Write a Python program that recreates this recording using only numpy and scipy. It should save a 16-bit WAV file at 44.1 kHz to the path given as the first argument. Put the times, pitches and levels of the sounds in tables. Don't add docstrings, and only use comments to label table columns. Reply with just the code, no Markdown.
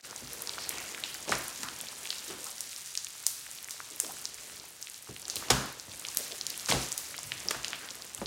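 import sys
import numpy as np
from scipy import signal
from scipy.fft import rfft, irfft
from scipy.io import wavfile
from scipy.ndimage import uniform_filter1d

SR = 44100
rng = np.random.default_rng(int(sys.argv[2]) if len(sys.argv) > 2 else 0)


def decibels_to_gain(level_db):
    exponent = np.asarray(level_db, float) / 20
    return 10 ** exponent


def persist_wave(psi):
    counts = np.round(np.clip(psi, -1, 1) * 32767).astype(np.int16)
    wavfile.write(sys.argv[1], SR, np.atleast_2d(counts).T)


N = 364266


def rms_one(x):
    return x / np.sqrt(np.mean(x ** 2) + 1e-20)


def at_hz(points, hz):
    table_hz, values = np.transpose(points)
    return np.interp(np.log(hz), np.log(table_hz), values)


def in_time(rows):
    s, *columns = np.transpose(rows)
    return [np.interp(np.arange(N) / SR, s, column) for column in columns]


def band(x, low_hz, high_hz):
    edges = [low_hz, min(high_hz, .48 * SR)]
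    return signal.sosfilt(signal.butter(2, edges, "band", fs=SR, output="sos"), x)


def ring(clicks, hz, t60):
    r, w = decibels_to_gain(-60 / (t60 * SR)), 2 * np.pi * hz / SR
    return signal.lfilter([0, np.sin(w)], [1, -2 * r * np.cos(w), r * r], clicks + 1e-18)


def drift(rate, size=N):
    r = np.exp(-80 * np.pi * rate / SR)
    noise = rng.standard_normal(N // 40 + 2002)
    slow = signal.lfilter([1], [1, -2 * r, r * r], noise)[2000:]
    rounded = 1.8 * np.tanh(rms_one(slow) / 1.6)
    return np.interp(np.arange(size) / 40, np.arange(len(slow)), rounded)


def add(out, sound, s):
    i = round(s * SR)
    out[i:i + len(sound)] += sound[:max(N - i, 0)]


def grains(colour, per_s, spread_db, cycles, clump_db, patchy_db, wash, low_hz, high_hz, size=N):
    sizes = decibels_to_gain(spread_db * np.minimum(rng.exponential(1, size), 3.2)) * rng.choice([-1, 1], size)
    born = rng.random(size) < per_s * decibels_to_gain(clump_db * drift(9, size=size)) / SR
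    dealt = rng.integers(0, 16, size)
    white = rng.standard_normal((2, size))
    patches = [patchy_db * drift(7.7, size=size) for _ in range(4)]
    out, power = 0, 0
    for k, hz in enumerate(np.geomspace(low_hz, high_hz, num=16)):
        bursts = rms_one(sizes * born * (dealt == k))
        echoes = wash * min(1, 5000 / hz) * white[k % 2]
        rung = rms_one(ring(bursts + echoes, hz, cycles / hz))
        gain = decibels_to_gain(colour(hz)) * np.sqrt(hz)
        out = out + gain * rung * decibels_to_gain(patches[k // 4])
        power = power + gain ** 2
    return out / np.sqrt(power)


# time in seconds, level in dB.
FIZZ_VIGOUR = [(0.0, -48), (0.66, -44.5), (2.32, -44), (3.08, -47), (3.57, -46), (3.75, -48.5),
               (4.19, -47.5), (4.37, -49.5), (4.95, -49), (5.22, -49.5), (5.45, -50.5), (5.73, -50.5),
               (5.96, -47.5), (6.23, -41.5), (6.46, -46.5), (6.83, -40.5), (7.01, -45), (8.26, -48.5)]
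# frequency in Hz, level in dB per Hz.
FIZZ_COLOUR = [(900, -9), (1600, -8.5), (2500, -10), (4000, -4), (6300, 1), (8000, 1.5), (10000, -3),
               (12500, -13), (15000, -18)]


def fizz(fizz_db):
    level_db = -1.5
    tilt_db = 0.15 * (fizz_db - fizz_db.mean())
    colour = lambda hz: at_hz(FIZZ_COLOUR, hz) + tilt_db * np.log2(hz / 5000)
    bursts = grains(colour, per_s=2600, spread_db=3.8, cycles=11, clump_db=4, patchy_db=1.3,
                    wash=1, low_hz=875, high_hz=15000)
    return decibels_to_gain(fizz_db + level_db) * band(bursts, 1470, 20600)


# frequency in Hz, level in dB per Hz.
KNEAD_COLOUR = [(88, -44), (150, -25), (286, 0), (431, 4.5), (1410, 2.5), (2620, 2.5), (2830, 1.5),
                (3500, -4.5), (4550, -46), (7700, -120)]
# time in seconds, kneading effort in dB, weight on the table in dB.
HANDS_WORK = [(0.0, -52.5, -65), (0.41, -51, -62), (0.78, -46.5, -78), (1.03, -52, -68), (2.39, -54, -67),
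              (2.55, -56, -74), (2.81, -63, -64), (4.51, -55, -64), (4.88, -62.5, -66), (5.15, -61, -63),
              (5.57, -41.5, -74), (5.82, -56, -63), (6.3, -54, -61), (7.29, -54.5, -57), (7.43, -51, -53),
              (7.66, -51.5, -61), (7.94, -53, -68), (8.26, -56, -56)]


def kneading(knead_db):
    level_db = -1.5
    tilt_db = -0.07 * (knead_db - knead_db.mean())
    colour = lambda hz: at_hz(KNEAD_COLOUR, hz) + tilt_db * np.log2(hz / 700)
    wet = grains(colour, per_s=1500, spread_db=3.7, cycles=10.2, clump_db=1.2, patchy_db=1.3,
                 wash=0.62, low_hz=130.5, high_hz=3500)
    return decibels_to_gain(knead_db + level_db) * wet


def rumble(weight_db):
    level_db = -7
    white = rng.standard_normal(N)
    resonances = 0.035 * ring(white, 80, 0.064) + 0.082 * ring(white, 135, 0.047)
    return decibels_to_gain(weight_db + level_db) * rms_one(band(white, 50, 190) + resonances)


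def hiss():
    return decibels_to_gain(-69) * rms_one(band(rng.standard_normal(N), 250, 14000))


def strays(fizz_db):
    per_s, over_fizz_db, spread_db = 8, 13, 16
    low_hz, high_hz, cluster_s = 3000, 12500, 0.1
    draws = rng.random((int(per_s * N / SR), 4))
    clusters = np.repeat(draws[::3, 0], 3)[:len(draws)]
    starts = clusters * (N / SR - cluster_s) + cluster_s * draws[:, 3]
    return [(s, fizz_db[int(s * SR)] + over_fizz_db - spread_db * weak, low_hz * (high_hz / low_hz) ** pitch)
            for s, (weak, pitch) in zip(starts, draws[:, 1:3])]


# start in seconds, peak in dB, pitch in Hz, width in octaves,
# room share in dB (more from pockets facing away).
LOUD_POPS = [(0.6925, -9.5, 9100, 1.7, 0), (1.038, -17, 3440, 0.97, 6), (0.0098, -22.5, 5050, 1.5, -3),
             (1.2932, -17.5, 6340, 1.2, 12.5), (1.2946, -25, 520, 2.7, 3), (1.318, -13, 5500, 2.5, 2),
             (1.3219, -12.5, 1480, 1.6, 4), (2.1047, -14, 4180, 1.1, 3), (2.607, -13, 7500, 1.5, 1),
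             (2.9753, -11.5, 5670, 0.99, 1), (3.2656, -5, 6740, 1.37, -2.5), (3.2666, -3, 8400, 1.8, 4.5),
             (3.7086, -18, 6700, 2.5, 10.5), (4.001, -3.5, 8470, 1.17, 1), (4.2546, -14.5, 5390, 0.98, 0),
             (5.2995, -15, 5670, 1.1, 7), (5.3576, -12.5, 7360, 2.7, 10), (5.5051, 0.5, 6570, 2.2, -0.5),
             (5.503, -11, 4600, 1.4, 2), (6.1718, -1, 9600, 2.7, -3), (6.4669, -12, 6140, 2.1, 4.5),
             (6.7017, -15, 6500, 1.3, 13), (6.7034, -13.5, 6060, 1.5, 9.5), (6.714, -10, 2860, 2.3, 5),
             (6.7218, -17, 850, 2.1, 7.5), (7.5462, -29, 1500, 1.2, 7), (7.5515, -38, 1500, 1.2, 2),
             (6.9784, -10.5, 7900, 2.3, 7), (7.3196, -15, 2870, 1.76, 2.5), (7.4858, -14, 5260, 0.36, -1),
             (7.5084, -17, 5500, 2.8, 5), (7.646, -14, 3980, 2.3, 5.5), (7.7319, -18, 2300, 2.6, 1.5)]
# start in seconds, peak in dB, pitch in Hz.
SMALL_POPS = [(0.162, -23, 6900), (0.3328, -22, 11300), (0.421, -18, 11640), (0.4735, -21, 5130),
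              (0.494, -19, 4400), (0.7835, -23.5, 5800), (1.144, -23, 6570), (1.482, -21, 10100),
              (1.633, -21, 6500), (1.8124, -21, 9500), (3.0465, -20.5, 7200), (4.8266, -22, 6160),
              (5.2817, -21, 7500), (6.086, -21.5, 5850), (6.148, -22, 11300), (6.185, -19, 10800),
              (6.412, -18, 4750), (6.5033, -21.5, 5000), (6.577, -22.5, 10000), (6.6599, -21, 5670),
              (6.686, -26, 4970), (6.693, -25, 5900), (6.724, -13, 3860), (6.8157, -24, 8700),
              (6.919, -17, 6980), (6.9265, -17, 7600), (7.682, -20, 6340), (7.91, -29, 6000),
              (8.148, -19, 8400), (8.259, -23, 4270),
              (0.11, -27, 6200), (0.644, -31, 4300), (1.227, -29, 6800), (1.353, -20, 5840),
            (1.763, -29, 6170), (1.886, -26.5, 5000), (2.184, -29, 5900), (2.2806, -29, 8250),
            (2.443, -20.5, 8500), (2.5816, -28, 5770), (2.7629, -26, 5870), (2.8602, -27.5, 7200),
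            (2.953, -21.5, 8000), (3.514, -24, 8100), (3.6448, -26.5, 7000), (3.91, -29, 8300),
            (4.121, -25, 12500), (4.2148, -30, 11000), (4.3438, -25, 7700), (4.8988, -25, 8850),
            (5.0253, -31, 9600), (5.197, -30, 9500), (5.2185, -28, 8140), (5.2542, -26.5, 4670),
            (5.798, -25, 5600), (5.997, -25, 8150), (6.8872, -25, 7640), (7.232, -23, 8000),
            (7.403, -26.5, 6500), (8.0218, -27.5, 5040)]
# start in seconds, peak in dB, pitch in Hz.
STRAND_TICKS = [(0.129, -37, 1170), (0.582, -30, 1170), (0.587, -31, 3070), (0.707, -30.5, 2520),
                (0.9474, -27, 2740), (1.149, -34.5, 1850), (1.685, -34, 1490), (1.687, -25.5, 3800),
                (2.0553, -27.5, 2900), (2.128, -29, 3450), (2.731, -34, 3000), (2.953, -26, 3380),
                (3.069, -29, 3480), (3.466, -42, 2760), (3.6861, -33, 1980), (3.8031, -30.5, 1340),
                (4.047, -31.5, 3620), (4.498, -39, 2550), (4.8715, -30, 3240), (5.1642, -31.5, 2880),
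                (5.281, -41, 1580), (5.3672, -22, 3750), (5.425, -34, 1030), (6.0505, -24, 3120),
                (6.3216, -25.5, 4300), (7.1431, -32, 1710), (7.1799, -25, 4570), (7.187, -38.5, 960),
                (7.8883, -29.5, 3700), (8.2154, -35.5, 1690)]
# start in seconds, level in dB, pitch in Hz.
FIZZ_SNAPS = [(0.0097, -44, 5150), (0.1, -36, 5080), (0.2735, -32, 5150), (0.2826, -37, 12500),
              (0.3452, -34, 12500), (0.3629, -37, 12500), (0.5367, -30, 4130), (0.7747, -34, 2650),
              (0.8106, -32, 12500), (0.8403, -34, 12500), (0.8692, -35, 8020), (0.9737, -39, 10010),
              (1.1443, -28, 12500), (1.2858, -32, 2650), (1.3828, -27, 12500), (1.3888, -26, 12500),
              (1.4342, -32, 12500), (1.4412, -28, 12500), (1.5027, -32, 5150), (1.7884, -30, 10010),
              (1.805, -30, 3370), (1.87, -34, 3300), (1.9797, -42, 12500), (2.0663, -30, 6430),
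              (2.073, -32, 3300), (2.089, -34, 5150), (2.1161, -40, 12500), (2.1418, -36, 8020),
              (2.1837, -33, 12500), (2.1924, -30, 5150), (2.241, -42, 6430), (2.2683, -33, 12500),
              (2.4317, -33, 6400), (2.4611, -36, 12500), (2.4681, -28, 6430), (2.5053, -31, 10010),
              (2.514, -29, 6430), (2.6404, -34, 5150), (2.731, -30, 8020), (2.7574, -38, 12500),
              (3.0854, -30, 12500), (3.228, -31, 12500), (3.271, -28, 5700), (3.2812, -27, 6430),
              (3.3955, -34, 12500), (3.528, -38, 10010), (3.5531, -31, 12500), (3.5863, -34, 3470),
              (3.6285, -28, 12500), (3.6768, -32, 12500), (3.696, -28, 8020), (3.8352, -39, 12500),
              (3.8509, -41, 4170), (3.9033, -33, 6430), (3.934, -34, 8020), (3.9616, -27, 12500),
              (4.0655, -26, 6500), (4.0797, -33, 12500), (4.243, -32, 6430), (4.444, -38, 6430),
              (4.5603, -33, 12500), (4.568, -33.5, 5150), (4.5988, -31, 5150), (4.6541, -35.5, 12500),
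                   (4.688, -34, 12500), (4.7055, -36, 12500), (4.8165, -32, 12500), (4.9357, -38, 12500),
                   (4.944, -30.5, 5200), (4.9806, -37, 12500), (5.0303, -37, 12500), (5.162, -44, 8020),
                   (5.1727, -37, 12500), (5.2278, -35, 5150), (5.3066, -27, 6430), (5.3144, -34, 12500),
                   (5.4857, -33, 5150), (5.522, -30, 3280), (5.6167, -41, 12500), (5.6588, -30, 12500),
                   (5.7259, -31.5, 12500), (5.7898, -41, 12500), (5.8125, -40, 10010), (5.896, -38, 5150),
                   (5.9177, -32.5, 4230), (5.9469, -38, 8020), (5.9696, -36, 10010), (5.995, -31, 12500),
                   (6.068, -27, 6430), (6.2814, -31, 10010), (6.3158, -35, 3350), (6.4999, -23, 12500),
                   (6.5423, -32.5, 2760), (6.597, -26.5, 5150), (6.6089, -30, 6430), (6.705, -23, 12500),
                   (6.826, -26, 5100), (6.8446, -34, 6430), (6.913, -32, 12500), (7.0756, -41, 12500),
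                   (7.111, -35, 5150), (7.1485, -34, 2650), (7.1662, -29, 12500), (7.1908, -25.5, 6540),
                   (7.2407, -34, 5150), (7.2704, -33, 12500), (7.3792, -32, 5150), (7.451, -34, 5150),
                   (7.478, -29, 12500), (7.5084, -28, 12500), (7.5717, -36, 12500), (7.6321, -29, 6430),
                   (7.705, -29, 6430), (7.7665, -40, 12500), (7.906, -26.5, 5100), (7.948, -36, 5150),
                   (7.9539, -30, 10010), (8.0514, -31, 12500), (8.0644, -34, 8020), (8.1769, -33, 9900)]
# start in seconds, level in dB, pitch in Hz.
FINGER_CLICKS = [(0.0482, -39, 1700), (0.6512, -38, 2120), (0.9782, -33, 1680), (0.9882, -38, 1700),
                 (1.3273, -26, 1110), (1.6428, -37, 1100), (1.6527, -42, 2120), (1.8345, -44, 700),
                 (1.9284, -41.5, 1100), (2.1288, -37, 1380), (2.3024, -41, 1360), (2.6692, -58, 700),
                 (3.1031, -60, 700), (3.1525, -45, 1110), (3.2358, -45, 1370), (3.4661, -38, 1710),
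                 (3.4893, -50, 710), (3.6556, -43, 1700), (3.744, -52, 700), (3.7651, -45, 1700),
                 (4.022, -47, 1100), (4.047, -36.5, 1350), (4.109, -36, 1150), (4.168, -41, 1500),
                 (4.2767, -67, 1090), (4.384, -43, 2120), (4.499, -47, 1090), (4.641, -49, 700),
                 (4.8851, -40, 2120), (4.9924, -67, 1700), (5.0729, -44, 1090), (5.0898, -42, 1090),
                 (5.882, -46, 900), (6.023, -45, 1090), (6.3475, -47, 1360), (6.6221, -47, 1700),
                 (6.6715, -39, 1090), (7.4565, -42, 1090), (8.2164, -32, 860), (8.2295, -42, 694)]


def all_bursts(fizz_db):
    bursts = list(LOUD_POPS)
    for rows, raise_db, width, room_db in [
            (SMALL_POPS, 2, 1.1, -1.5),
            (STRAND_TICKS, 3.5, 1.5, -1.5),
            (FIZZ_SNAPS, 4, 1.27, -2.5),
            (FINGER_CLICKS, 2.5, 1.36, -2.5),
            (strays(fizz_db), 0, 0.45, -2.5)]:
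        bursts += [(s, db + raise_db, hz, width, room_db) for s, db, hz in rows]
    return bursts


def burst(hz, width, low, high):
    click = np.arange(500) == 0
    low_hz, high_hz = hz * 2 ** (-.4 * width), hz * 2 ** (0.28 * width)
    crack = band(band(click, low_hz, high_hz), 0.21 * low_hz, 2 * high_hz)
    skirt = band(click, .1 * hz, 1.84 * hz)
    t60 = min(24 / hz / np.sqrt(width), .0045)
    pocket = 0
    for side in (-low, high):
        pocket = pocket + ring(click, min(hz * 2 ** (0.21 * width * side), 15000), t60)
    sound = crack / np.abs(crack).max() + decibels_to_gain(-9) * skirt / np.abs(skirt).max()
    sound = sound + decibels_to_gain(-4) * band(pocket, hz / 3, 3 * hz) / 2
    return sound / np.abs(sound).max()


def pops(fizz_db):
    direct, to_room = out = np.zeros((2, N))
    bursts = all_bursts(fizz_db)
    chances = rng.random((len(bursts), 5))
    for (s, peak_db, hz, width, room_db), (lag, sign, weak, low, high) in zip(bursts, chances):
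        crack = decibels_to_gain(peak_db) * np.sign(sign - .5) * burst(hz, width, low, high)
        add(direct, crack, s)
        bounce_db = min(-6.5 + 0.9 * room_db - 10.5 * weak, -5)
        add(direct, -decibels_to_gain(bounce_db) * crack, s + .0006 + .0005 * lag)
        add(to_room, decibels_to_gain(room_db - 2) * crack, s)
    return out


# start in seconds, peak in dB, colour in Hz, smear in seconds, table thump in dB.
SLIME_SLAPS = [(0.219, -37, 255, 0.022, -30), (1.276, -26, 550, 0.014, -52), (1.296, -25, 430, 0.045, -60),
               (1.3225, -20, 1700, 0.014, -25), (1.631, -24, 1420, 0.0049, -35),
               (2.303, -33.5, 380, 0.017, -60), (2.297, -45.5, 1500, 0.061, -78),
               (4.025, -41.5, 555, 0.095, -70), (3.913, -54, 380, 0.014, -76),
               (5.087, -32, 254, 0.028, -33), (5.358, -36.5, 310, 0.025, -66),
               (5.5007, -14, 1070, 0.014, -87), (5.506, -6, 563, 0.0048, -9), (5.876, -38, 221, 0.022, -58),
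               (6.169, -44, 700, 0.06, -76), (6.684, -24.5, 1690, 0.027, -41),
               (6.692, -27, 300, 0.038, -46), (6.725, -22.5, 390, 0.046, -13),
               (7.233, -48, 146, 0.011, -62), (7.453, -34, 400, 0.036, -56),
               (7.508, -18, 1240, 0.0038, -48), (7.545, -27, 1400, 0.01, -30),
               (8.178, -37, 1030, 0.0095, -31), (8.214, -23, 500, 0.017, -25)]
# frequency in Hz, level in dB, t60 in seconds.
TABLE_MODES = [(60.5, -13, 0.3), (131.9, -7, 0.41), (192, -35, 0.25), (254, -3.5, 0.39), (368, -11, .15),
               (580, -5, .12)]


def slaps():
    splat, push, t = np.zeros(N), np.zeros(N), np.arange(SR // 5) / SR
    heave = (t / 0.0023) * np.exp(-t / 0.0012)
    noises = rng.standard_normal((len(SLIME_SLAPS), 2, len(t)))
    for (s, peak_db, hz, smear, thump_db), noise in zip(SLIME_SLAPS, noises):
        shape = np.exp(-t / smear) * (1 - np.exp(-t / (0.15 * smear)))
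        body = rms_one(band(noise[0], 0.24 * hz, 1.28 * hz))
        spray = rms_one(band(noise[1] ** 3, 1230, 7900))
        heavy_db = max(thump_db - peak_db + 17, 0)
        spray_db = peak_db + 4 + 6 * np.log2(hz / 1000) - 0.99 * heavy_db
        add(splat, shape * (decibels_to_gain(peak_db - 8.5) * body + decibels_to_gain(spray_db - 9.5) * spray), s)
        add(push, heave * decibels_to_gain(thump_db - 37.5), s + 0.01154)
    push = push + decibels_to_gain(-71) * splat
    table = sum(decibels_to_gain(db) * ring(push, hz, t60) for hz, db, t60 in TABLE_MODES)
    return splat, table


# start in seconds, length in seconds, level in dB, first pitch in Hz, last pitch in Hz.
SQUELCHES = [(0.558, 0.24, -44.5, 5600, 3100), (.66, 0.55, -49.5, 2880, 1480),
             (0.261, 0.46, -55.5, 470, 520), (1.627, 0.13, -45.5, 1380, 1400), (2.27, .17, -49, 373, 350),
             (2.3, .13, -52.5, 1360, 1650), (2.4, 0.099, -58, 500, 530), (2.45, 0.063, -50, 1200, 1000),
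             (4.025, .07, -51.5, 400, 500), (4.088, 0.033, -47.5, 750, 1170), (3.905, 0.078, -57, 370, 340),
             (7.21, 0.19, -55, 140, 103), (6.16, 0.16, -51, 540, 520), (6.3, 0.084, -51, 570, 510),
             (5.52, .22, -39.5, 1440, 1240), (1.58, 0.22, -55, 270, 230), (1.8, 0.14, -58.5, 223, 200),
             (5.515, 0.19, -42.5, 196, 183), (6.07, 0.069, -53.5, 980, 1100), (7.73, 0.07, -45, 3000, 2850),
             (7.797, 0.18, -52, 1530, 1840)]


def squelch():
    out = np.zeros(N)
    for s, length, level_db, from_hz, to_hz in SQUELCHES:
        gone = np.arange(0, length, 1 / SR) / length
        centre = from_hz * (to_hz / from_hz) ** gone
        lowest, highest = centre.min(), centre.max()
        narrow = lambda hz: -80 * np.log2(hz / centre) ** 2
        wet = grains(narrow, per_s=1200, spread_db=1.6, cycles=22, clump_db=1.2, patchy_db=2, wash=0.55,
                     low_hz=0.75 * lowest, high_hz=1.23 * highest, size=len(gone))
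        swell_db = np.interp(gone, [0, .25, 1], [-8, 0, -16])
        envelope = decibels_to_gain(level_db + swell_db) * signal.windows.tukey(len(gone), .2)
        add(out, band(wet, 0.65 * lowest, 2.4 * highest) * envelope, s)
    return out


# frequency in Hz, t60 in seconds.
ROOM_DECAY = [(60, 0.16), (300, 0.44), (1500, 0.66), (5000, 0.68), (14000, 0.44)]
# delay in seconds, level in dB.
WALL_ECHOES = [
    (.0062, -57),
    (0.0124, -22.5),
    (0.0155, -37),
]


def room(x):
    level_db, build_s = -7, 0.0011
    out, edges = np.zeros(N), 40 * 2 ** np.arange(0, 9.1, .5)
    white = rng.standard_normal((2, N))
    build = np.exp(-1 / (build_s * SR))
    for k, (low_hz, high_hz) in enumerate(zip(edges, edges[1:])):
        t60 = at_hz(ROOM_DECAY, np.sqrt(low_hz * high_hz))
        keep = decibels_to_gain(-120 / (t60 * SR))
        heard, noise = band(np.array([x + 1e-9 * white[0], white[k % 2]]), low_hz, high_hz)
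        power = signal.lfilter([(1 - keep) * (1 - build)], np.convolve([1, -keep], [1, -build]), heard ** 2)
        out += decibels_to_gain(level_db) * np.sqrt(2 * t60 * np.abs(power)) * rms_one(noise)
    for s, db in WALL_ECHOES:
        add(out, decibels_to_gain(db) * x[:N - round(s * SR)], s)
    return out


def scene():
    (fizz_db,), (knead_db, weight_db) = in_time(FIZZ_VIGOUR), in_time(HANDS_WORK)
    steady = fizz(fizz_db) + kneading(knead_db) + rumble(weight_db) + hiss()
    cracks, cracks_to_room = pops(fizz_db)
    splat, table = slaps()
    skin = decibels_to_gain(-8) * band(splat, 910, 1840)
    echoes = room(cracks_to_room + splat + skin)
    return (steady + cracks + splat + table + squelch() + echoes)[None]


def roll_off(x):
    return signal.sosfilt(signal.butter(12, 16990, fs=SR, output="sos"), x)


# time in seconds, level in dB.
INPUT_OPENING = [
    (0, -12),
    (.011, -14),
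    (.021, -30),
    (.027, -13),
    (.034, -6),
    (.05, 1),
]


def record(dry):
    ceiling, mic_top_hz, top_hz, top_opens_db = .7, 17250, 15850, -48
    x = signal.sosfilt(signal.butter(5, 50, "high", fs=SR, output="sos"), dry)
    x = x * decibels_to_gain(in_time(INPUT_OPENING)[0])
    x = ceiling * np.tanh(x / ceiling)
    x = signal.sosfilt(signal.cheby2(22, 55, mic_top_hz, fs=SR, output="sos"), x)
    spectrum = rfft(x)
    hz = np.arange(spectrum.shape[1]) * SR / N
    top = irfft(spectrum * (hz > top_hz), N)
    filled = uniform_filter1d(top ** 2, size=64) > decibels_to_gain(top_opens_db) ** 2
    gate = np.clip(8 * uniform_filter1d(filled * 1., size=320), 0, 1)
    return roll_off(x - top * (1 - gate))


dry = scene()
out = record(dry)
persist_wave(out)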